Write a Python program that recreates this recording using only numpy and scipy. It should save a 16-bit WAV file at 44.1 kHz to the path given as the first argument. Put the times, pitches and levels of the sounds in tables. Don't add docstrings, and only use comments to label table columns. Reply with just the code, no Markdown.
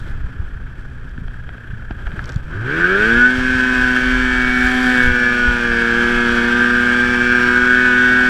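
import sys
import numpy as np
from scipy import signal
from scipy.fft import rfft, irfft
from scipy.io import wavfile

SR = 44100
rng = np.random.default_rng(int(sys.argv[2]) if len(sys.argv) > 2 else 0)


def int16_out(signal):
    q = np.round(np.clip(np.atleast_2d(signal).T, -1, 1) * 32767)
    wavfile.write(sys.argv[1], SR, q.astype(np.int16))


N = 365588
TIME = np.arange(N) / SR


def gain_of(db):
    return 10 ** (np.asarray(db) / 20)


def curve(rows, axis=1):
    rows = np.asarray(rows)
    return np.interp(TIME, rows[:, 0], rows[:, axis])


def read(points, hz):
    point_hz, db = np.transpose(points)
    return np.interp(np.log(hz + 1), np.log(point_hz + 1), db)


def evened(x):
    return x / np.sqrt(np.mean(x ** 2) + 1e-20)


def drift(rate, size=4096):
    hz = np.fft.rfftfreq(size, N / SR / size)
    slow = irfft(rfft(rng.standard_normal(size)) * np.exp(-(hz / rate) ** 2))
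    return np.interp(TIME, np.linspace(0, N / SR, size), evened(slow))


def swell(middle_s, length_s):
    return 2 ** -np.minimum((2 * (TIME - middle_s) / length_s) ** 2, 40)


def bursts(rows, base_db):
    power = gain_of(base_db) ** 2
    for middle_s, length_s, db in rows:
        power = power + (gain_of(db) * swell(middle_s, length_s)) ** 2
    return np.sqrt(power)


def puffs(cycles, depth):
    return rng.standard_normal(N) * np.exp(depth * np.cos(2 * np.pi * cycles))


# pitch_hz, width_hz, lift_db
HOUSING_RESONANCES = [(1290, 267, 7), (1583, 426, 20), (2506, 590, 5), (3194, 406, 8), (4700, 78, 6.5),
                      (5630, 520, 3.5), (7730, 730, 6), (10450, 820, 4.5), (12800, 1300, 0)]


def housing(hz):
    return sum(db * 2 ** (-(2 * (hz - f) / width) ** 2) for f, width, db in HOUSING_RESONANCES)


def response(colour, size=4096):
    hz = abs(np.fft.fftfreq(size, 1 / SR))
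    log_gain = np.log(gain_of(read(colour, hz) + housing(hz)))
    spectrum = np.exp(signal.hilbert(log_gain).conj())
    return np.fft.ifft(spectrum).real[:size // 2]


def coloured(x, colour):
    return evened(signal.oaconvolve(x, response(colour))[:N])


# time_s, level_db
BREEZE_LEVEL = [(0, -30), (1.6, -30.5), (2.7, -30.5), (5.5, -28), (8.29, -34)]
# middle_s, length_s, level_db
WIND_GUSTS = [(.2, 0.73, -25.5), (1.21, 0.12, -28), (2.2, 0.53, -26), (3.14, 0.15, -22), (3.81, .09, -22),
              (4.22, 0.41, -26), (4.48, 0.065, -19.5), (4.66, 0.05, -24), (5.09, 0.097, -15),
              (5.49, 0.12, -21.5), (6.15, 0.074, -29)]
# pitch_hz, relative_db
WIND_TONE = [(5, -6), (15, 2), (35, -1), (60, -4.5), (100, -12), (180, -21), (400, -55), (1200, -61),
             (3000, -96)]


def wind(lump_db=1.0, sway_db=1.5):
    strength = bursts(WIND_GUSTS, curve(BREEZE_LEVEL) + sway_db * drift(4.9))
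    lumpy_noise = rng.standard_normal(N) * gain_of(lump_db * drift(56))
    return strength * coloured(lumpy_noise, WIND_TONE)


# middle_s, level_db, pitch_hz
WIND_BUFFETS = [(0.246, -13, 50.3), (.402, -10.5, 59), (1.185, -19, 170), (1.223, -17, 109),
                (1.737, -16, 109), (1.91, -15.5, 205), (1.916, -15.5, 60), (2.076, -12, 39.7),
                (2.141, -15.5, 105), (2.365, -5, 91), (3.006, -18, 90), (3.386, -15, 85), (3.553, -15, 80),
                (5.108, -19, 65), (5.487, -8, 42.4), (6.275, -25, 80)]


def buffets(fade_cycles=0.35):
    out = np.zeros(N)
    for middle_s, db, hz in WIND_BUFFETS:
        cycles = (TIME - middle_s) * hz
        near = abs(cycles) < 2
        fade = np.exp(-(cycles[near] / fade_cycles) ** 2)
        out[near] -= gain_of(db) * np.sin(2 * np.pi * cycles[near]) * fade
    return out


# middle_s, length_s, level_db
SNOW_PLUMES = [(0, 0.17, -53), (2.24, 0.41, -60), (3.13, .2, -56), (3.82, 0.52, -47), (4.64, 0.17, -38.5),
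               (4.86, 0.26, -36), (5.04, .07, -38), (7.7, 0.41, -65)]
# pitch_hz, relative_db
SPRAY_TONE = [(500, -34), (1600, -15), (3500, 14), (5000, 6), (8000, -2), (11000, -5.5), (15000, -9)]


def spray(powder_db=-64, lift_db=1, clump_db=2, spread_db=4, grains_per_s=2500):
    size_db = spread_db * np.minimum(rng.exponential(1, N), 4) + clump_db * drift(22)
    push = gain_of(size_db) * rng.choice([-1, 1], N)
    grains = push * (rng.random(N) < grains_per_s / SR)
    strength = gain_of(lift_db) * bursts(SNOW_PLUMES, powder_db)
    return strength * coloured(grains, SPRAY_TONE)


def hits(rows, colour, scuff, scuff_s, size=600):
    out, ring = np.zeros(N), response(colour)
    for start_s, peak_db in rows:
        contact = scuff * rng.standard_normal(size) * np.exp(-np.arange(size) / SR / scuff_s)
        contact[0] += 1
        sound = signal.fftconvolve(contact, ring)
        part = out[round(start_s * SR):][:len(sound)]
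        part += gain_of(peak_db) * sound[:len(part)] / abs(sound).max()
    return out


# start_s, peak_db
GEAR_KNOCKS = [(1.178, -27.5), (1.281, -28), (1.4915, -21), (1.545, -31), (1.581, -28), (1.822, -36),
               (1.909, -19), (2.058, -38), (2.069, -20.5), (2.076, -23), (2.118, -24), (2.1925, -11.5)]
# pitch_hz, relative_db
KNOCK_TONE = [(80, -4), (300, -9), (700, 11), (1200, -2.5), (1480, -3), (1700, 1.5), (2200, -2),
              (3500, -9.5), (6000, -30), (14000, -57)]


def knocks():
    return hits(GEAR_KNOCKS, KNOCK_TONE, scuff=0.26, scuff_s=0.0016)


# start_s, peak_db
ICE_TICKS = [(.722, -57), (1.094, -45), (2.229, -46), (2.242, -29.5), (2.257, -32), (2.293, -24.5),
             (2.299, -33), (2.321, -31), (2.331, -38), (2.343, -38), (2.36, -30.5), (4.61, -26),
             (4.668, -21), (5.39, -33)]
# pitch_hz, relative_db
TICK_TONE = [(300, -16), (1600, -25), (3500, 3), (4500, 5), (7000, 0), (8300, -14), (10500, -23),
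             (15000, -26)]


def ticks():
    return hits(ICE_TICKS, TICK_TONE, scuff=0.44, scuff_s=0.0014)


def hum(rows, unsteady):
    phase = 2 * np.pi * np.cumsum(curve(rows)) / SR
    strength = np.sqrt(2) * gain_of(curve(rows, axis=2)) * (1 + unsteady * drift(11))
    return strength * np.sin(phase + unsteady * drift(3.6))


# time_s, pitch_hz, level_db
TRACK_LUGS = [(3, 169, -79), (3.3, 200, -45), (4, 258.4, -33), (5, 240, -37), (5.75, 195, -37),
              (6.7, 210, -35), (7.5, 203.6, -38.5), (8.29, 211.7, -36)]
# time_s, pitch_hz, level_db
CHASSIS_THRUM = [(3.6, 44.8, -60), (3.85, 47, -40), (4.4, 46, -21.5), (4.65, 48.7, -63), (6.1, 76.2, -39),
                 (6.4, 78.7, -37.5), (7.2, 81.5, -36.5), (8.29, 85.4, -40.5)]


def track():
    return hum(TRACK_LUGS, unsteady=0.17) + hum(CHASSIS_THRUM, unsteady=0.11)


# time_s, level_db
RATTLE_LEVEL = [(0, -46), (1, -50), (1.62, -41.5), (2.3, -49), (2.75, -64)]
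# pitch_hz, relative_db
RATTLE_TONE = [(500, -32.5), (1400, -11.5), (1640, 0), (1850, 3), (2200, -15), (3300, -9), (4200, -25.5),
               (12000, -34)]


def rattle(turns, depth=0.8, uneven_db=1.8):
    chatter = puffs(turns, depth) * gain_of(uneven_db * drift(20))
    return gain_of(curve(RATTLE_LEVEL)) * coloured(chatter, RATTLE_TONE)


# time_s, level_db
IDLE_LEVEL = [(0, -42), (.09, -35.5), (.17, -40), (.6, -42), (1.3, -43), (1.95, -40.5), (2.3, -33),
              (2.42, -41.5), (2.55, -34.5), (2.8, -38)]
# pitch_hz, relative_db
IDLE_TONE = [(30, 12), (130, 20), (250, 18), (400, 15.5), (700, 6.5), (1000, 7.5), (1600, -1.5), (2100, 3),
             (3000, -6.5), (4000, -12), (6500, -19), (9000, -26), (15000, -33.5)]


def idle(speed, turns, lope=0.087, flutter_db=1.5, beat_db=-40, fade_turns_per_s=45):
    fluttering = puffs(turns, lope) * gain_of(flutter_db * drift(60))
    clatter = gain_of(curve(IDLE_LEVEL)) * coloured(fluttering, IDLE_TONE)
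    beat = 0
    for order, db in {2: -9, 4: 0, 6: -12, 8: -12}.items():
        strength = np.sqrt(2) * gain_of(db) * (1 + drift(11) / 2)
        beat = beat + strength * np.cos(2 * np.pi * order * turns + drift(4.5) / 2)
    fade = 1 / (1 + (speed / fade_turns_per_s) ** 10)
    return clatter + gain_of(beat_db) * beat * fade


# time_s, load_db
ENGINE_LOAD = [(2.45, -78), (2.54, -43.5), (2.6, -47.5), (2.71, -34), (2.8, -32.5), (3.06, -29.5),
               (3.33, -32), (3.85, -30.5), (4.43, -31.5), (5.02, -29), (5.12, -31.5), (5.7, -31.5),
               (6.05, -29.5), (8.28, -30)]
FULL_LOAD_DB = -28.5
# time_s, extra_db
ROAR_EXTRA = [(2.7, 7.5), (2.82, 12), (3.33, 6.5), (4.07, 8), (4.35, 6), (4.62, 11), (4.8, 9), (5.3, 8),
              (5.57, 3.5), (5.7, 7), (6.2, 6), (6.65, 11), (7.25, 7.5), (7.42, 9), (8.28, 4.5)]
# pitch_hz, relative_db
ROAR_TONE = [(500, -33.5), (1050, -16.5), (1400, -9), (1800, -2), (2100, -13), (3200, -43)]
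RASP_TONE = [(40, -16), (130, 5), (250, 6), (400, -0.5), (550, -1.5), (1000, 1.5), (1550, -15.5),
             (2100, 1.5), (3000, -3.5), (4000, -7.5), (6500, -16), (9000, -23), (12000, -28.5),
             (15000, -39)]


def combustion(speed, turns, roar_depth=0.41, rasp_depth=0.073, uneven_db=1.13,
               rasp_db=2, dull_db=-14, split_hz=4500):
    load_db = curve(ENGINE_LOAD)
    roar = gain_of(load_db + curve(ROAR_EXTRA)) * coloured(puffs(turns, roar_depth), ROAR_TONE)
    gas = puffs(2 * turns, rasp_depth)
    body = signal.sosfiltfilt(signal.butter(2, split_hz, fs=SR, output="sos"), gas)
    treble = (gas - body) * gain_of(dull_db * (1 - speed / speed.max()))
    rasp = gain_of(load_db + rasp_db) * coloured(body + treble, RASP_TONE)
    return gain_of(uneven_db * drift(65)) * (roar + rasp)


# pitch_hz, level_db
OVERTONE_LEVELS = [(60, -43), (125, -36.5), (400, -23.5), (600, -41), (1000, -40), (1350, -41.5),
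                   (1650, -44), (1900, -44.5), (2300, -39.5), (2700, -47), (3300, -48.5), (4000, -55.5),
                   (5500, -56), (8000, -68.5)]


def overtones(speed, turns, full_load_db=-29, fade_db=5.0, odd_db=-5, revving_odd_db=-10,
              revving_db=-0.5, waver=0.37, count=66):
    grid_hz = np.linspace(0, SR / 2, 4096)
    colour = read(OVERTONE_LEVELS, grid_hz) + housing(grid_hz)
    slack = 1 - speed / speed.max()
    out = np.zeros(N)
    for order in np.setdiff1d(np.arange(1, count), [2, 3, 4, 6, 10, 12, 13]):
        db = np.interp(order * speed, grid_hz, colour)
        db += fade_db * np.minimum(drift(3.04), 1)
        db += (odd_db + revving_odd_db * slack) * (order % 2)
        db += revving_db * slack * order
        phase = 2 * np.pi * (order * turns + rng.random()) + waver * drift(6.7)
        out += gain_of(db) * np.cos(phase)
    return np.sqrt(2) * out * gain_of(curve(ENGINE_LOAD) - full_load_db)


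# middle_s, length_s, crank_order, change_db
ORDER_SWELLS = [(2.85, 0.073, 18, 7), (3.15, 0.11, 14, 8.5), (3.206, .11, 12, 12), (3.4, 0.091, 12, -7),
                (3.5, .4, 18, -8), (3.786, 0.7, 12, 2), (3.793, 0.37, 20, 5), (4.55, 0.39, 4, -8.5),
                (4.56, 0.62, 18, 7.5), (4.673, 0.9, 12, -9), (4.8, 0.25, 6, 12), (4.897, .08, 12, 7.5),
                (5.05, 0.41, 4, 5), (5.117, 0.24, 19, 10), (5.196, 0.16, 12, 8), (5.26, 0.16, 14, 13),
                (5.443, 0.16, 13, -14), (5.479, 0.25, 12, 10), (5.826, 0.21, 15, 0.5), (6.62, 0.3, 13, 5.5),
                (7.041, 0.24, 12, -13), (7.2, 0.67, 19, 0), (7.48, 0.23, 13, 3.5), (8.05, .5, 25, 4)]


def swelling(order):
    return sum(db * swell(s, length) for s, length, k, db in ORDER_SWELLS if k == order)


# pitch_hz, width_hz, level_db
SHARP_RINGS = [(753.6, 6.2, -36), (1222, 64, -28), (1418, 36, -28), (1494.3, 37, -15), (1515, 30, -19),
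               (1597, 84, -17.5), (1730, 30, -27), (1758, 30, -25.5), (1871, 20, -28.5), (2153, 23, -37.5),
               (2241, 45, -29.5), (2320, 21.6, -31.5), (2520, 20, -36), (3157, 40, -41.5),
               (3343, 66, -43.5), (3610, 46, -41), (4530, 55, -46.5), (5504, 34, -45)]


def whine(speed, turns, shimmer=0.043, waver=0.43, fade_db=1.5, revving_db=-12, count=46):
    grid_hz = np.arange(6000)
    power = 0
    for hz, width, db in SHARP_RINGS:
        power = power + gain_of(db) ** 2 / (1 + (grid_hz - hz) ** 2 / (width / 2) ** 2 / 2) ** 2
    ring = np.sqrt(power)
    tone = 0
    for order in range(6, count):
        strength = np.interp(order * speed, grid_hz, ring)
        strength = strength * gain_of(fade_db * drift(5.2) + swelling(order))
        phase = 2 * np.pi * (order * turns + rng.random()) + waver * drift(2.17)
        tone = tone + strength * np.cos(phase)
    drive_db = curve(ENGINE_LOAD) - FULL_LOAD_DB + revving_db * (1 - speed / speed.max())
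    return np.sqrt(2) * gain_of(drive_db) * (1 + shimmer * drift(35)) * tone


# time_s, level_db
FIRING_LEVEL = [(2.4, -62), (2.58, -23), (2.77, -29), (3.03, -25.5), (3.14, -18), (3.3, -21), (4.6, -21),
                (4.89, -17), (5.11, -23.5), (5.6, -25.5), (6.39, -20), (7.82, -22), (8.28, -21)]
# time_s, level_db
UNEQUAL_LEVEL = [(2.45, -65), (2.85, -43), (3.12, -25), (3.32, -32.5), (5.6, -32), (6.1, -25), (6.89, -30),
                 (7.43, -25.5), (8.28, -28.5)]
# pitch_hz, level_db
PIPE_RESPONSE = [(200, -39), (320, -24), (395, -18), (470, -26.5), (494, -35), (505, -38.5), (560, -29),
                 (760, -42.5)]


def drone(speed, turns, shimmer=0.043, sixth_db=-4, load_share=0.56):
    load_db = load_share * (curve(ENGINE_LOAD) - FULL_LOAD_DB)
    fourth = load_db + read(PIPE_RESPONSE, 4 * speed) + swelling(4)
    sixth = load_db + read(PIPE_RESPONSE, 6 * speed) + sixth_db
    orders = {2: curve(FIRING_LEVEL), 3: curve(UNEQUAL_LEVEL), 4: fourth, 6: sixth}
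    stumble = 0.9 * (1 - speed / speed.max())
    tone = 0
    for order, db in orders.items():
        depth = (shimmer + stumble) * np.sqrt(order) / 4
        wobble = 1 + depth * (drift(60) + 1j * drift(66))
        spin = np.exp(2j * np.pi * (order * turns + rng.random()))
        tone = tone + gain_of(db) * (wobble * spin).real
    return np.sqrt(2) * tone


# time_s, turns_per_s
PICKUP_SPEED = [(0, 34), (2.15, 28), (2.4, 32.5), (2.5, 39), (2.65, 60.4), (2.75, 79.5), (2.9, 92.5),
                (3.08, 113)]
# time_s, turns_per_s
HELD_SPEED = [(3.2, 121.5), (3.28, 125.6), (3.35, 127.3), (3.48, 127.6), (3.92, 125.7), (4.19, 126.8),
              (4.46, 125.2), (4.63, 125.3), (4.7, 126.2), (4.83, 126.6), (5.2, 122.3), (5.51, 121.9),
              (5.74, 117.4), (5.87, 117.4), (6.16, 119.9), (6.42, 118.6), (6.57, 120.7), (7.1, 122.3),
              (7.18, 121.7), (7.5, 122.5), (7.79, 124.5), (7.91, 123.7), (8.26, 125.3), (8.29, 124.1)]


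def scene(jitter=0.0015, catch_jitter=0.019):
    speed = curve(PICKUP_SPEED + HELD_SPEED)
    unsteady = jitter + catch_jitter * (1 - speed / speed.max())
    turns = np.cumsum(speed * (1 + unsteady * drift(39.5))) / SR
    surroundings = wind() + buffets() + spray() + knocks() + ticks() + track()
    engine = rattle(turns) + idle(speed, turns) + combustion(speed, turns)
    tones = overtones(speed, turns) + whine(speed, turns) + drone(speed, turns)
    return (surroundings + engine + tones)[None]


def record(dry, edge_hz=15250):
    low_pass = signal.firwin(511, edge_hz, window=("kaiser", 9), fs=SR)
    return signal.oaconvolve(dry, low_pass[None], "same")


dry = scene()
out = record(dry)
int16_out(out)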